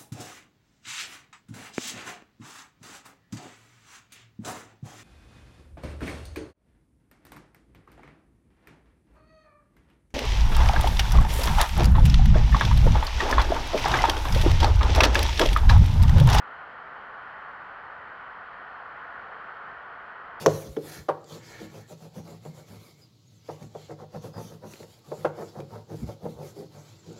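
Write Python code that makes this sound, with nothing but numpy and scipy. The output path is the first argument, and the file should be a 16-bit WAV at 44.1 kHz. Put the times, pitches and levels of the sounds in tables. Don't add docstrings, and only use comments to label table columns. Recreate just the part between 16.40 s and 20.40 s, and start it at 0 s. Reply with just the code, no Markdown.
import sys
import numpy as np
from scipy import signal
from scipy.fft import rfft, irfft, next_fast_len
from scipy.io import wavfile
from scipy.ndimage import uniform_filter1d, map_coordinates

SR = 44100
rng = np.random.default_rng(int(sys.argv[2]) if len(sys.argv) > 2 else 0)


def log_audio(samples):
    frames = np.atleast_2d(samples).T
    limited = np.clip(frames, -1, 1)
    pcm = np.round(limited * 32767).astype(np.int16)
    wavfile.write(sys.argv[1], SR, pcm)


N = 176400


def amp(db):
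    return 10 ** (np.asarray(db) / 20)


def unit(x):
    return x / np.sqrt(np.mean(x ** 2) + 1e-20)


def along(points, hz):
    freqs, values = np.transpose(points)
    return np.interp(np.log(hz + 1), np.log(freqs + 1), values)


def curve(rows):
    times, values = np.transpose(rows)
    return np.interp(np.arange(N) / SR, times, values)


def wobble(rate):
    knots = rng.standard_normal(1024)
    return map_coordinates(knots, [np.arange(N) * rate / SR], mode="wrap")


def filtered(x, response):
    padded = next_fast_len(N + SR // 2)
    hz = np.fft.rfftfreq(padded, 1 / SR)
    return irfft(rfft(x, padded) * response(hz), padded)[:N]


def rush(spectrum, patchy_db):
    white = signal.stft(rng.standard_normal(N), nperseg=512)[2]
    patches = uniform_filter1d(rng.standard_normal(white.shape), size=5, axis=0)
    patches = uniform_filter1d(patches, size=18, axis=1)
    noise = signal.istft(white * amp(patchy_db * unit(patches)), nperseg=512)[1][:N]
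    skirt = lambda hz: np.maximum(hz / spectrum[-1][0], 1) ** -6
    return unit(filtered(noise, lambda hz: amp(along(spectrum, hz)) * skirt(hz)))


def breakers(gain_db=0.09):
    # (time [s], level [dB])
    swell = [(0, -41), (0.25, -44.5), (0.45, -42), (0.65, -43), (1.05, -42), (1.4, -43.0), (1.85, -43),
             (2.15, -43.5), (2.45, -42.5), (2.9, -42.0), (3.2, -42.5), (3.55, -43.5), (3.75, -44),
             (4, -43.5)]
    # (frequency [Hz], relative level [dB])
    spectrum = [(600, -35.5), (780, -14.5), (860, -4), (950, -5), (1050, -2.5), (1330, -1), (1470, -1.5),
                (1630, -5), (1850, -6), (2150, -17.5), (2700, -28), (4500, -90.5)]
    level_db = gain_db + curve(swell) + 0.25 * wobble(rate=24)
    return amp(level_db) * rush(spectrum, patchy_db=0.5)


def wash(gain_db=-1.2):
    # (time [s], level [dB])
    surges = [(0, -51.5), (0.3, -50.5), (0.6, -50.5), (0.8, -49), (0.95, -50.5), (1.55, -51), (1.75, -51),
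              (2.05, -52), (2.4, -50.5), (2.6, -51), (2.9, -49), (3.15, -50.5), (4, -50.5)]
    # (frequency [Hz], relative level [dB])
    spectrum = [(250, -35), (335, -17), (380, -8.5), (460, -5), (620, -3), (680, 1), (780, 0.5), (900, -9),
                (1300, -39.5)]
    return amp(gain_db + curve(surges)) * rush(spectrum, patchy_db=0.2)


def foam(gain_db=-0.31):
    # (time [s], level [dB])
    drift = [(0, -60), (0.6, -60), (1.1, -59.5), (1.5, -60.5), (1.95, -60.4), (2.4, -60.0), (3.15, -59.5),
             (3.45, -61), (4, -61.6)]
    # (frequency [Hz], relative level [dB])
    spectrum = [(1200, -51), (2100, -20.5), (2750, -24.5), (3050, -21.5), (3550, -33.5), (3950, -35.5),
                (4250, -35), (5000, -43), (6000, -53), (6950, -56.5), (7350, -52.5), (8200, -64),
                (9500, -66.5), (11500, -85)]
    level_db = gain_db + curve(drift) + 0.2 * wobble(rate=32)
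    return amp(level_db) * rush(spectrum, patchy_db=0.45)


def wind(mean_db=-62):
    # (frequency [Hz], relative level [dB])
    spectrum = [(8, -22.5), (25, -4), (55, 0), (150, 1.5), (230, 0), (330, 0), (500, -14), (1200, -48)]
    level_db = mean_db + 0.27 * wobble(rate=3.8)
    return amp(level_db) * rush(spectrum, patchy_db=0.56)


def scene():
    return (breakers() + wash() + foam() + wind())[None]


def record(dry):
    # (centre [Hz], width [Hz], boost [dB])
    peaks = [(1470, 47, 2.5), (4300, 230, 1), (7320, 120, 1.5)]
    hiss_db, top_hz = -98, 15750

    def colour(hz):
        return amp(sum(db / (1 + (2 * (hz - centre) / width) ** 2) for centre, width, db in peaks))

    coloured = filtered(dry[0], colour)
    hiss = amp(hiss_db) * rng.standard_normal(N)
    return filtered(coloured + hiss, lambda hz: hz < top_hz)[None]


dry = scene()
out = record(dry)
log_audio(out)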